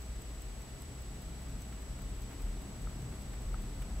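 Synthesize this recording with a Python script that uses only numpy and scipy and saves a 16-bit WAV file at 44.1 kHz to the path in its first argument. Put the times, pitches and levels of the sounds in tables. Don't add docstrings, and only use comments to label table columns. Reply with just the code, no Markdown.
import sys
import numpy as np
from scipy import signal
from scipy.fft import rfft, irfft
from scipy.io import wavfile

SR = 44100
rng = np.random.default_rng(int(sys.argv[2]) if len(sys.argv) > 2 else 0)


def generate_wav(sig):
    pcm = np.round(np.clip(np.atleast_2d(sig).T, -1, 1) * 32767).astype(np.int16)
    wavfile.write(sys.argv[1], SR, pcm)


N = 176400
RUMBLE_PAN_DB = 1.24


def watch(t):
    beat_levels_db = [5, 2, 3.5, 2, 6, 2, 1, 0, 5, -1, 0.5, 2, 3, 0, 0, 0, 1, -1, 1, -1]
    leads_s = [.0133, .008, 0]
    # level_db, decay_s
    impacts = [(-11, .0012), (-14, .0012), (-3.5, 0.0011)]
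    modes_hz = [6280, 8330, 11200, 13000, 13650, 14870]
    # width_hz, gain_db
    mode_shapes = [(250, 4), (324, 10), (500, 1.5), (300, 7), (450, 3), (550, 5)]
    first_s, beat_s, tock_early_s = .0202, .2, .0004
    case_db, case_decay_s = -23, .011
    gain_db, crack_db, side_gain = -46.5, -12, .6
    force = np.zeros(N)
    for k, beat_db in enumerate(beat_levels_db):
        drop_s = first_s + k * beat_s - k % 2 * tock_early_s
        near = np.abs(t - drop_s) < beat_s / 2
        age_s = t[near] - drop_s
        blows = sum(undb(db) * decay(age_s + lead_s, decay_s)
                    for lead_s, (db, decay_s) in zip(leads_s, impacts))
        force[near] += undb(beat_db) * (blows + undb(case_db) * decay(age_s, case_decay_s))
    mid, side = rng.choice([-1, 1], (2, N))
    rattle = force * (mid + side_gain * side * np.array([[1], [-1]]))
    f = np.arange(N // 2 + 1) * SR / N
    body = sum(undb(db) * resonance(f, hz, width_hz) for hz, (width_hz, db) in zip(modes_hz, mode_shapes))
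    crack = undb(crack_db) * resonance(f, hz=8100, width_hz=9000)
    return irfft(rfft(rattle) * (body + crack), N) * undb(gain_db) * pan(left_db=-1)


def hand_bumps(t):
    # centre_s, length_s, level_db, pitch_hz
    bumps = [(0.25, 0.061, -40, 47.9), (1.826, 0.042, -38.5, 55.3), (2.464, 0.11, -35.5, 41.04),
             (2.858, 0.041, -35.5, 47.9), (3.051, 0.076, -44.5, 128.4), (3.563, 0.26, -38, 39.97),
             (3.846, 0.091, -39.5, 40.96), (3.995, 0.08, -36.5, 41)]
    wavering_s = np.cumsum(1 + .049 * walk(rate_hz=9.2)) / SR
    shudder = sum(swell(t, centre_s, length_s, db) * np.sin(2 * np.pi * hz * wavering_s)
                  for centre_s, length_s, db, hz in bumps)
    return np.sqrt(2) * shudder * pan(RUMBLE_PAN_DB)


def housing_clicks(t):
    # start_s, level_db
    clicks = [(2.8716, -43.5), (3.542, -38.5)]
    # pitch_hz, decay_s, gain_db
    modes = [(960, .0018, -3), (1265, 0.0023, 1), (1800, .0015, -12), (2190, 0.0016, -11)]
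    rise_s, slip_gap_s = .0005, .001415

    def ring(age_s):
        tones = sum(undb(db) * decay(age_s, decay_s) * np.sin(2 * np.pi * hz * age_s)
                    for hz, decay_s, db in modes)
        return (1 - decay(age_s, rise_s)) * tones

    slips = sum(undb(db) * (ring(t - start_s) + ring(t - start_s - slip_gap_s)) for start_s, db in clicks)
    return slips * pan(left_db=7)


def grip(t):
    # centre_s, length_s, level_db
    creaks = [(1.5, 0.0055, -60), (1.728, 0.0065, -55.5), (1.992, 0.0054, -57), (2.187, .025, -68),
              (2.333, 0.0076, -64), (2.404, 0.0097, -59), (3.125, 0.0055, -60), (3.339, .012, -55.5),
              (3.824, 0.0066, -56)]
    # freq_hz, density_db
    spectrum = [(600, -13.5), (1300, -7), (2100, -10), (3200, -14), (5000, -30), (12000, -24)]
    rustle_start_s, rustle_db, spread_db = 1.2, -76, 7.5
    rustle = (t > rustle_start_s) * undb(rustle_db + spread_db * walk(rate_hz=14))
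    creaking = sum(swell(t, centre_s, length_s, db) for centre_s, length_s, db in creaks)
    rub = np.array([coloured(spectrum), coloured(spectrum)]) + coloured(spectrum)
    return (creaking + rustle) * rub / np.sqrt(2)


def room(t):
    # freq_hz, density_db
    mid_spectrum = [(20, -11), (32, -12), (42, 2), (58, -5.5), (75, -8.5), (100, -13), (140, -16.5),
                    (190, -18.5), (330, -24.5), (420, -27), (510, -29), (750, -30), (1000, -35.5),
                    (1400, -38), (2500, -52.5), (6000, -56)]
    # freq_hz, density_db
    side_spectrum = [(20, -5), (50, 0), (110, -4), (250, -49), (550, -33), (660, -7), (740, -11),
                     (820, -7.5), (980, -19), (1300, -17), (1750, -25), (6000, -34.5)]
    # pitch_hz, width_hz, level_db
    modes = [(160.6, 5.3, -61.5), (199, 8.9, -60.5), (231.2, 4.9, -66.5), (276, 15.5, -64.5),
             (395, 40, -67), (1198, 220, -74.5)]
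    # low_hz, high_hz
    band_hz = (109, 282)
    # time_s, gain_db
    band_curve = [(0, -3), (.75, -2.5), (1.2, 0.5), (1.85, 1), (2.4, 0), (3.08, 2.5), (3.3, 0), (4, 2)]
    mid_db, side_db, rise_db_per_s = -44.5, -64.5, .72
    rise = undb(rise_db_per_s * (t - t.mean()))
    ringing = sum(undb(db) * noise(lambda f: np.abs(resonance(f, hz, 2 * width_hz)) ** 3)
                  for hz, width_hz, db in modes)
    mid = (undb(mid_db) * coloured(mid_spectrum) + ringing) * rise + hum()
    band = signal.sosfiltfilt(signal.butter(2, band_hz, "band", fs=SR, output="sos"), mid)
    band_gain = undb(np.interp(t, *np.array(band_curve).T))
    mid += band * (band_gain - 1)
    side = undb(side_db) * coloured(side_spectrum) * rise
    return mid * pan(RUMBLE_PAN_DB) + side * np.array([[1], [-1]])


def hum():
    # pitch_hz, level_db
    tones = [(60, -48), (124, -54.5)]
    wander_hz, waver_db = 2.8, 1.7
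    total = np.zeros(N)
    for hz, db in tones:
        cycles = np.cumsum(hz + wander_hz * walk(rate_hz=7)) / SR
        level = undb(db + waver_db * walk(rate_hz=2.64))
        total += np.sqrt(2) * level * np.sin(2 * np.pi * cycles)
    return total


def camera_whine(t):
    # first_half_db, second_half_db
    levels_db = [(-63, -57), (-64, -62.5)]
    pitch_hz, frame_hz, frame_start_s = 7867.1, 29.97, .0307
    frames = (t - frame_start_s) * frame_hz
    gains = undb(levels_db)
    level = np.where(frames % 1 < .5, gains[:, :1], gains[:, 1:])
    polarity = 1 - 2 * (np.floor(frames) % 2)
    return np.sqrt(2) * level * polarity * np.sin(2 * np.pi * pitch_hz * t)


def camera_motor(t):
    # pitch_hz, rms_db
    tones = [(635.5, -71.5), (1790, -85.5), (1905, -83), (1969, -79.5), (2025, -80), (2790, -85),
             (2951, -82.5)]
    return np.sqrt(2) * sum(undb(db) * np.sin(2 * np.pi * (hz * t + rng.random())) for hz, db in tones)


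def hiss():
    # freq_hz, density_db
    spectrum = [(200, 11.5), (1000, 0), (2200, 0), (4000, -2.5), (7000, -5), (10000, -8), (13000, -11.5),
                (15700, -17.5)]
    level_db, correlation = -55.5, .12
    separate = np.array([coloured(spectrum), coloured(spectrum)])
    return undb(level_db) * (np.sqrt(correlation) * coloured(spectrum) + np.sqrt(1 - correlation) * separate)


def undb(db):
    return 10 ** (np.asarray(db) / 20)


def pan(left_db):
    return undb(np.array([[left_db], [-left_db]]) / 2)


def noise(gain):
    f = np.arange(N // 2 + 1) * SR / N + 1e-6
    x = irfft(rfft(rng.standard_normal(N)) * gain(f), N)
    return x / x.std()


def coloured(points):
    hz, db = np.array(points).T
    return noise(lambda f: undb(np.interp(np.log(f), np.log(hz), db)) * np.minimum(f / hz[0], 1) ** 2)


def walk(rate_hz):
    return noise(lambda f: 1 / (1 + (f / rate_hz) ** 4))


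def resonance(f, hz, width_hz):
    return 1j * f * width_hz / (hz ** 2 - f ** 2 + 1j * f * width_hz)


def decay(age_s, decay_s):
    return (age_s >= 0) * np.exp(-np.abs(age_s) / decay_s)


def swell(t, centre_s, length_s, db):
    return undb(db) * np.exp(-2 * ((t - centre_s) / length_s) ** 2)


def scene():
    t = np.arange(N) / SR
    ticks = watch(t)
    background = camera_whine(t) + camera_motor(t) + room(t) + hiss()
    return ticks + background + hand_bumps(t) + housing_clicks(t) + grip(t)


def record(dry):
    cutoff_hz = 15780
    taps = signal.firwin(601, cutoff_hz, fs=SR)
    return signal.fftconvolve(dry, taps[None], mode="same")


dry = scene()
out = record(dry)
generate_wav(out)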